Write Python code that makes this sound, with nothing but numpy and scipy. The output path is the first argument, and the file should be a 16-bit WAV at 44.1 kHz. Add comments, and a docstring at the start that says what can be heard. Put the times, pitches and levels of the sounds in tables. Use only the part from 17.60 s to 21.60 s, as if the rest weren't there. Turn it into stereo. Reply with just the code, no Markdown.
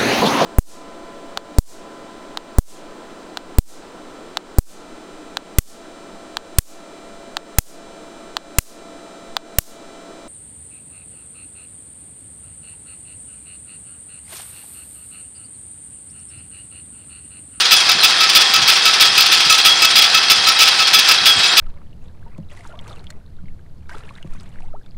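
"""A small workshop, one microphone so close to a power hacksaw that it overloads.
A motor drives the saw over a steel pipe through a crank and a loose rod, about three strokes a second.
The rod's joint slams at one end of the stroke and knocks twice at the other, ringing the steel;
loose parts rattle between. The drive whirs, the teeth rasp and the blade sings."""
import sys
import numpy as np
from scipy import signal
from scipy.fft import rfft, irfft, next_fast_len
from scipy.io import wavfile
from scipy.ndimage import map_coordinates

SR = 44100
rng = np.random.default_rng(int(sys.argv[2]) if len(sys.argv) > 2 else 0)


def output_pcm(signal):
    """Save a mono or channel-first signal as 16-bit PCM at the path in sys.argv[1].

    Samples are clipped to [-1, 1] before scaling.
    """
    pcm = np.clip(np.atleast_2d(signal).T, -1, 1) * 32767
    wavfile.write(sys.argv[1], SR, np.round(pcm).astype(np.int16))


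N = 4 * SR
TIME_S = np.arange(N) / SR
ATTACK_S = 0.0012


def amp(db):
    """Decibels to gain."""
    return 10 ** (np.asarray(db) / 20)


def unit(x):
    """Scaled to rms 1."""
    return x / np.sqrt(np.mean(x ** 2) + 1e-20)


def along(points, hz):
    """Read (Hz, value) points on a log frequency axis."""
    freqs, values = np.transpose(points)
    return np.interp(np.log(hz + 1), np.log(freqs + 1), values)


def wobble(rate, size=N):
    """A smooth random curve, rate knots a second."""
    knots = rng.standard_normal(4096)
    return map_coordinates(knots, [np.arange(size) * rate / SR], mode="wrap")


def filtered(x, response):
    """x shaped by a gain that depends on frequency."""
    size = next_fast_len(N + SR // 2)
    return irfft(rfft(x, size) * response(np.fft.rfftfreq(size, 1 / SR)), size)[:N]


def grit(spectrum, spread_db, rate):
    """Dense tiny contacts of uneven size, coloured, rms 1."""
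    contacts = rng.standard_normal(N) * amp(spread_db * wobble(rate))
    return unit(filtered(contacts, lambda hz: amp(along(spectrum, hz))))


def burst(start_s, hold_s, fall_s):
    """Quick attack, hold, exponential release."""
    t = np.maximum(TIME_S - start_s, 0)
    return (1 - np.exp(-t / ATTACK_S)) * np.exp(-np.clip((t - hold_s) / fall_s, 0, 50))


def swell(peak_s, width_s):
    """A bell-shaped rise and fall."""
    return np.exp(-.5 * np.minimum(((TIME_S - peak_s) / width_s) ** 2, 100))


def decay(t, t60_s):
    """A fall of 60 dB every t60_s."""
    return np.exp(-np.log(1000) * t / t60_s)


def add(track, start_s, sound):
    """Mix a sound in at a time."""
    i = max(round(start_s * SR), 0)
    track[i:i + len(sound)] += sound[:max(N - i, 0)]


# The drive's whir, close up: freq_hz, level_db
WHIR_SPECTRUM = [(20, -27), (35, -25), (70, -21.5), (190, -10), (260, -15.5), (360, -6.5), (580, -9),
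                 (740, -3.5), (1000, -1), (1600, 3.5), (2050, 1.5), (2600, -1.5), (3500, 4.5), (5200, 5),
                 (6000, -6.5), (6900, -24.5), (9700, -24.5), (10900, -27.5), (12000, -48), (15500, -46)]
# Resonances kept alive by the running drive: pitch_hz, width_hz, level_db
HUM_MODES = [(729, 17, -8), (1320, 12, -2), (1820, 10, -6), (2604, 120, 5.5), (3268, 39, 8.5),
             (3950, 78, -18), (4920, 19, -1.5), (5910, 75, -3.5), (7280, 33, -20.5), (8560, 53, -41)]
# Drifting gear whine: time_s, pitch_hz
GEAR_WHINE = [(0, 790), (.6, 793), (1.2, 791), (1.9, 794), (2.6, 797), (3, 788), (3.4, 792), (4, 785)]

def drive():
    """Motor and gears: a gritty whir, the resonances that it stirs, and a faint whine."""
    def body(hz):
        modes = sum(amp(db) * np.sqrt(width) * 1j * hz / (pitch ** 2 - hz ** 2 + 1j * hz * width)
                    for pitch, width, db in HUM_MODES)
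        return modes / (1 + (hz / 9500) ** 10)  # steep low-pass

    whir = amp(-16.5 + wobble(40)) * grit(WHIR_SPECTRUM, spread_db=2, rate=800)
    hum = amp(-21) * unit(filtered(rng.standard_normal(N), body))
    whine_hz = np.interp(TIME_S, *np.transpose(GEAR_WHINE)) + 3 * wobble(25.4)
    cycles = np.cumsum(whine_hz) / SR
    whine = amp(-39 + 2 * wobble(7.77)) * np.sqrt(2) * np.sin(2 * np.pi * cycles)
    return whir + hum + whine


# Low rumble from the stand under the saw: freq_hz, level_db
RUMBLE_SPECTRUM = [(25, -28), (45, 0), (75, 2), (170, 2.5), (300, -2), (900, -48)]
# Its dull thuds: peak_s, level_db
STAND_THUDS = [(.36, -35), (.99, -37), (1.03, -36), (1.51, -42), (1.87, -40), (2.12, -49), (2.36, -38),
               (2.79, -38), (2.89, -41), (3.2, -42), (3.63, -34), (3.78, -30)]

def stand():
    """The shaking stand rumbles faintly and thuds now and then."""
    shaking = amp(-54 + 3.5 * wobble(12))
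    thuds = sum(amp(db) * swell(peak, width_s=0.016) for peak, db in STAND_THUDS)
    rumble = filtered(rng.standard_normal(N), lambda hz: amp(along(RUMBLE_SPECTRUM, hz)))
    return (shaking + thuds) * unit(rumble)


# Shakes of a small loose steel part: start_s, level_db
SHAKES = [(.0, 4), (.055, -10), (.165, 7), (.29, -5), (1.58, -12), (1.9, 12.5), (1.98, 5), (2.22, -4),
          (2.29, -5)]
# Its modes: pitch_hz, level_db, t60_s
SMALL_PART_MODES = [(5944, -28, .26), (6923, -33, .2), (7400, -39, .2), (9260, -37, .19)]

def jingle():
    """The small part's high modes are struck anew at each shake."""
    out, t = np.zeros(N), np.arange(SR // 4) / SR
    for start, db in SHAKES:
        for hz, mode_db, t60 in SMALL_PART_MODES:
            angle = 2 * np.pi * hz * t + 0.62 * wobble(225, size=len(t))
            gain = amp(db + mode_db + 2 * rng.standard_normal())
            add(out, start, gain * decay(t, t60) * np.sin(angle))
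    return out


# Modes of the saw frame and rod: pitch_hz, slam_db, return_db, t60_s
FRAME_MODES = [(1302, -5.5, -4, .14), (2303, -4.5, -7.5, .11), (2594, -.5, 0, .11), (3464, 0, -10, .13),
               (3915, -4, -3, .08), (4975, -2, -3, .15), (1735, -14, -20, .12), (2760, -8, -11, .09),
               (3725, -10, -7, .08), (4690, -5, -12, .1), (4828, -6, -12, .15), (5944, -16, -13, .22),
               (6327, -15, -25, .14), (6923, -29, -20, .18), (7400, -22, -30, .12), (7620, -23, -25, .1)]

def steel_ring(on_return=False):
    """The steel's modes build up and die away, a little different at each blow."""
    t = np.arange(SR // 4) / SR
    out = np.zeros(len(t))
    for hz, slam_db, return_db, t60 in FRAME_MODES:
        scatter, detune, phase = rng.standard_normal(3)
        waver = 0.55 * wobble(165, size=len(t))
        angle = 2 * np.pi * (hz * (1 + 0.004 * detune) * t + phase) + waver
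        db = return_db if on_return else slam_db
        out += amp(db + 1.5 * scatter) * decay(t, t60) * np.sin(angle)
    return amp(-12) * out * (1 - np.exp(-t / 0.006))


# Light rattles between the heavy blows: start_s, level_db
JOINT_RATTLES = [(.003, 4), (0.052, 1), (.16, -6), (.2, 2), (0.691, 6), (.728, 0), (0.807, 1), (.826, -18),
                 (1.016, 3), (1.121, -1), (1.159, 1.5), (1.333, 4), (1.448, 1), (1.484, -20), (1.55, -1.5),
                 (1.62, -1), (1.659, 4), (1.802, 5.5), (1.849, -0.5), (1.943, 2), (1.981, 2), (2.09, -3),
                 (2.302, 1), (2.42, 4.5), (2.439, 2.5), (2.625, 0.5), (2.826, -14), (2.989, 3),
                 (3.073, 6.5), (3.27, 3.5), (3.386, 5.5), (3.442, -2), (3.478, 1), (3.54, -0.5), (3.789, 0)]

def rattles():
    """The loose joints clatter: contact force and the ring it leaves."""
    force, ring = np.zeros((2, N))
    for start, db in JOINT_RATTLES:
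        force += amp(db - 15) * burst(start, hold_s=0.0096, fall_s=0.014)
        add(ring, start, amp(db - 8) * steel_ring())
    return force, ring


def chips(per_second=160, low_hz=3614, high_hz=9900, db_per_octave=-14):
    """Chips and grit ping under the teeth at random moments and pitches, the high ones weaker."""
    out, t = np.zeros(N), np.arange(SR // 20) / SR
    envelope = (1 - np.exp(-t / ATTACK_S)) * decay(t, t60_s=0.045)
    gaps, heights, sizes = rng.random((1000, 3)).T
    starts = np.cumsum(-np.log(gaps)) / per_second
    for start, height, size in zip(starts, heights, sizes):
        hz = low_hz * (high_hz / low_hz) ** height
        db = -19.5 + 5.5 * min(-np.log(size), 3) + db_per_octave * np.log2(hz / low_hz)
        add(out, start, amp(db) * envelope * np.sin(2 * np.pi * hz * t))
    return out


# Cutting strokes, each opening with a slam: start_s, slam_db, chatter_s, singing_db
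STROKES = [(0.108, -1.5, 0.033, 3), (0.428, -2, 0.029, -18), (0.75, -2, 0.029, 1.5), (1.075, -2, 0.03, -20),
           (1.399, -2, 0.032, 1), (1.714, -4, 0.036, -19), (2.046, -1.5, 0.032, 9.5),
           (2.354, -3, 0.044, 8.5), (2.698, -1, 0.02, -24), (3.002, -3, 0.037, -16),
           (3.331, -1.5, 0.02, 5.5), (3.655, -2.5, 0.025, 10), (3.966, -1.5, 0.031, -6)]

def slams():
    """The slack joint slams and chatters against its stop: contact force and ring."""
    force, ring = np.zeros((2, N))
    for start, db, chatter_s, _ in STROKES:
        force += amp(db - 6) * burst(start, chatter_s, fall_s=0.0074)
        add(ring, start + 0.0069, amp(db + 9) * steel_ring())
    return force, ring


# Teeth on the pipe, close up: freq_hz, level_db
RASP_SPECTRUM = [(100, -15), (700, -7.5), (1500, -16.5), (2500, 1), (4000, 4.5), (5000, 9.5), (5800, 0),
                 (6800, -6.5), (9800, -16.5), (11500, -30), (15500, -37)]

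def blade(singing_hz=3296):
    """The teeth rasp harder on the cut than on the way back; the blade sings as it bites."""
    cut = sum(swell(start + 0.066, width_s=0.015) for start, *_ in STROKES)
    back = sum(swell(start + 0.17, width_s=0.042) for start, *_ in STROKES)
    speed = cut + amp(-4.5) * back
    rasp = amp(-16 + 1.6 * wobble(70)) * speed * grit(RASP_SPECTRUM, spread_db=2.4, rate=900)
    bite = sum(amp(db) * swell(start + 0.057, width_s=0.029) for start, _, _, db in STROKES)
    song = np.sqrt(2) * np.sin(2 * np.pi * singing_hz * TIME_S + 1.5 * wobble(45))
    return rasp + amp(-21.5 + 0.74 * wobble(60)) * bite * song


# Double knocks at the near end of the stroke: start_s, level_db, rebound_delay_s, rebound_db
RETURN_KNOCKS = [(0.288, -3.5, 0.024, -1.5), (0.605, -2.5, 0.027, 0.5), (0.936, -2, 0.022, -1.5),
                 (1.253, -1, 0.024, -2.5), (1.577, -1.5, .026, 0.5), (1.897, -0.5, .026, 1),
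                 (2.22, -1.5, 0.025, 2), (2.543, -1, .028, -6.5), (2.866, -3, 0.019, -1),
                 (3.189, -3.5, 0.029, -4), (3.487, -3.5, 0.024, 1.5), (3.834, -5, .025, -4.5)]

def return_knocks(hold_s=0.0058, fall_s=0.01):
    """The joint knocks as the rod reverses, then rebounds: contact force and ring."""
    force, ring = np.zeros((2, N))
    for start, db, delay, rebound_db in RETURN_KNOCKS:
        force += amp(db - 8) * burst(start, hold_s, fall_s)
        force += amp(rebound_db - 8) * burst(start + delay, hold_s, fall_s)
        add(ring, start, amp(db + 8.5) * steel_ring(on_return=True))
        add(ring, start + delay, amp(rebound_db + 0.5) * steel_ring(on_return=True))
    return force, ring


# Squeaks from the cut: peak_s, pitch_hz, level_db
BLADE_SQUEAKS = [(.70, 5340, -20), (1.5, 5160, -17), (2.79, 5300, -22), (2.9, 5480, -13.5),
                 (3.445, 3180, -19), (3.84, 3900, -11.5)]

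def squeaks():
    """The blade sticks and slips for a few milliseconds on one unsteady pitch."""
    out, waver = np.zeros(N), 0.96 * wobble(250)
    for peak, hz, db in BLADE_SQUEAKS:
        tone = np.sqrt(2) * np.sin(2 * np.pi * hz * TIME_S + waver)
        out += amp(db) * swell(peak, width_s=0.0077) * tone
    return out


# Steel clashing on steel, close up: freq_hz, level_db
CLASH_SPECTRUM = [(60, -50), (400, -24.5), (1000, -15), (2000, -7.5), (2500, 0.5), (3500, 1.5), (4300, 1),
                  (5100, 1.5), (5900, -3.5), (6800, -15.5), (9800, -23), (11500, -28), (15500, -49)]

def joints():
    """All the joints' blows together: a gritty clash that follows the force, plus the ringing."""
    force, ring = np.sum([slams(), return_knocks(), rattles()], axis=0)
    return force * grit(CLASH_SPECTRUM, spread_db=2, rate=600) + ring


# The small room around the saw: freq_hz, t60_s
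ROOM_DECAY = [(200, 0.36), (3000, 0.35), (12000, 0.36)]

def workshop(x):
    """The walls return a short diffuse tail, about equally long at all pitches."""
    hz, t, spectra = signal.stft(rng.standard_normal(SR // 2), SR, nperseg=256)
    _, tail = signal.istft(spectra * decay(t, along(ROOM_DECAY, hz)[:, None]), SR, nperseg=256)
    tail = np.pad(tail, (SR // 250, 0))  # arrives 4 ms late
    return signal.fftconvolve(x, tail / np.linalg.norm(tail))[:N]


def scene():
    """The machine up close and the room behind it, one microphone on both channels."""
    saw = joints() + blade() + squeaks() + jingle() + chips()
    mono = saw + amp(-9.5) * workshop(saw) + drive() + stand()
    return np.array([mono, mono])


# The recorder's treble lift: freq_hz, gain_db
TREBLE_LIFT = [(1000, 0.5), (6000, -1), (9000, 5), (12000, 3), (15500, 12)]

def record(dry):
    """The loudest knocks clip hard; then the treble is lifted and both ends of the band are cut."""
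    clip_level, low_cut_hz, top_hz = 0.81, 64, 15768

    def response(hz):
        low_cut = hz ** 2 / np.hypot(hz ** 2, low_cut_hz ** 2)
        return low_cut * amp(along(TREBLE_LIFT, hz)) * (hz < top_hz)

    clipped = np.clip(dry, -clip_level, clip_level)
    return np.array([filtered(channel, response) for channel in clipped])


dry = scene()
out = record(dry)
output_pcm(out)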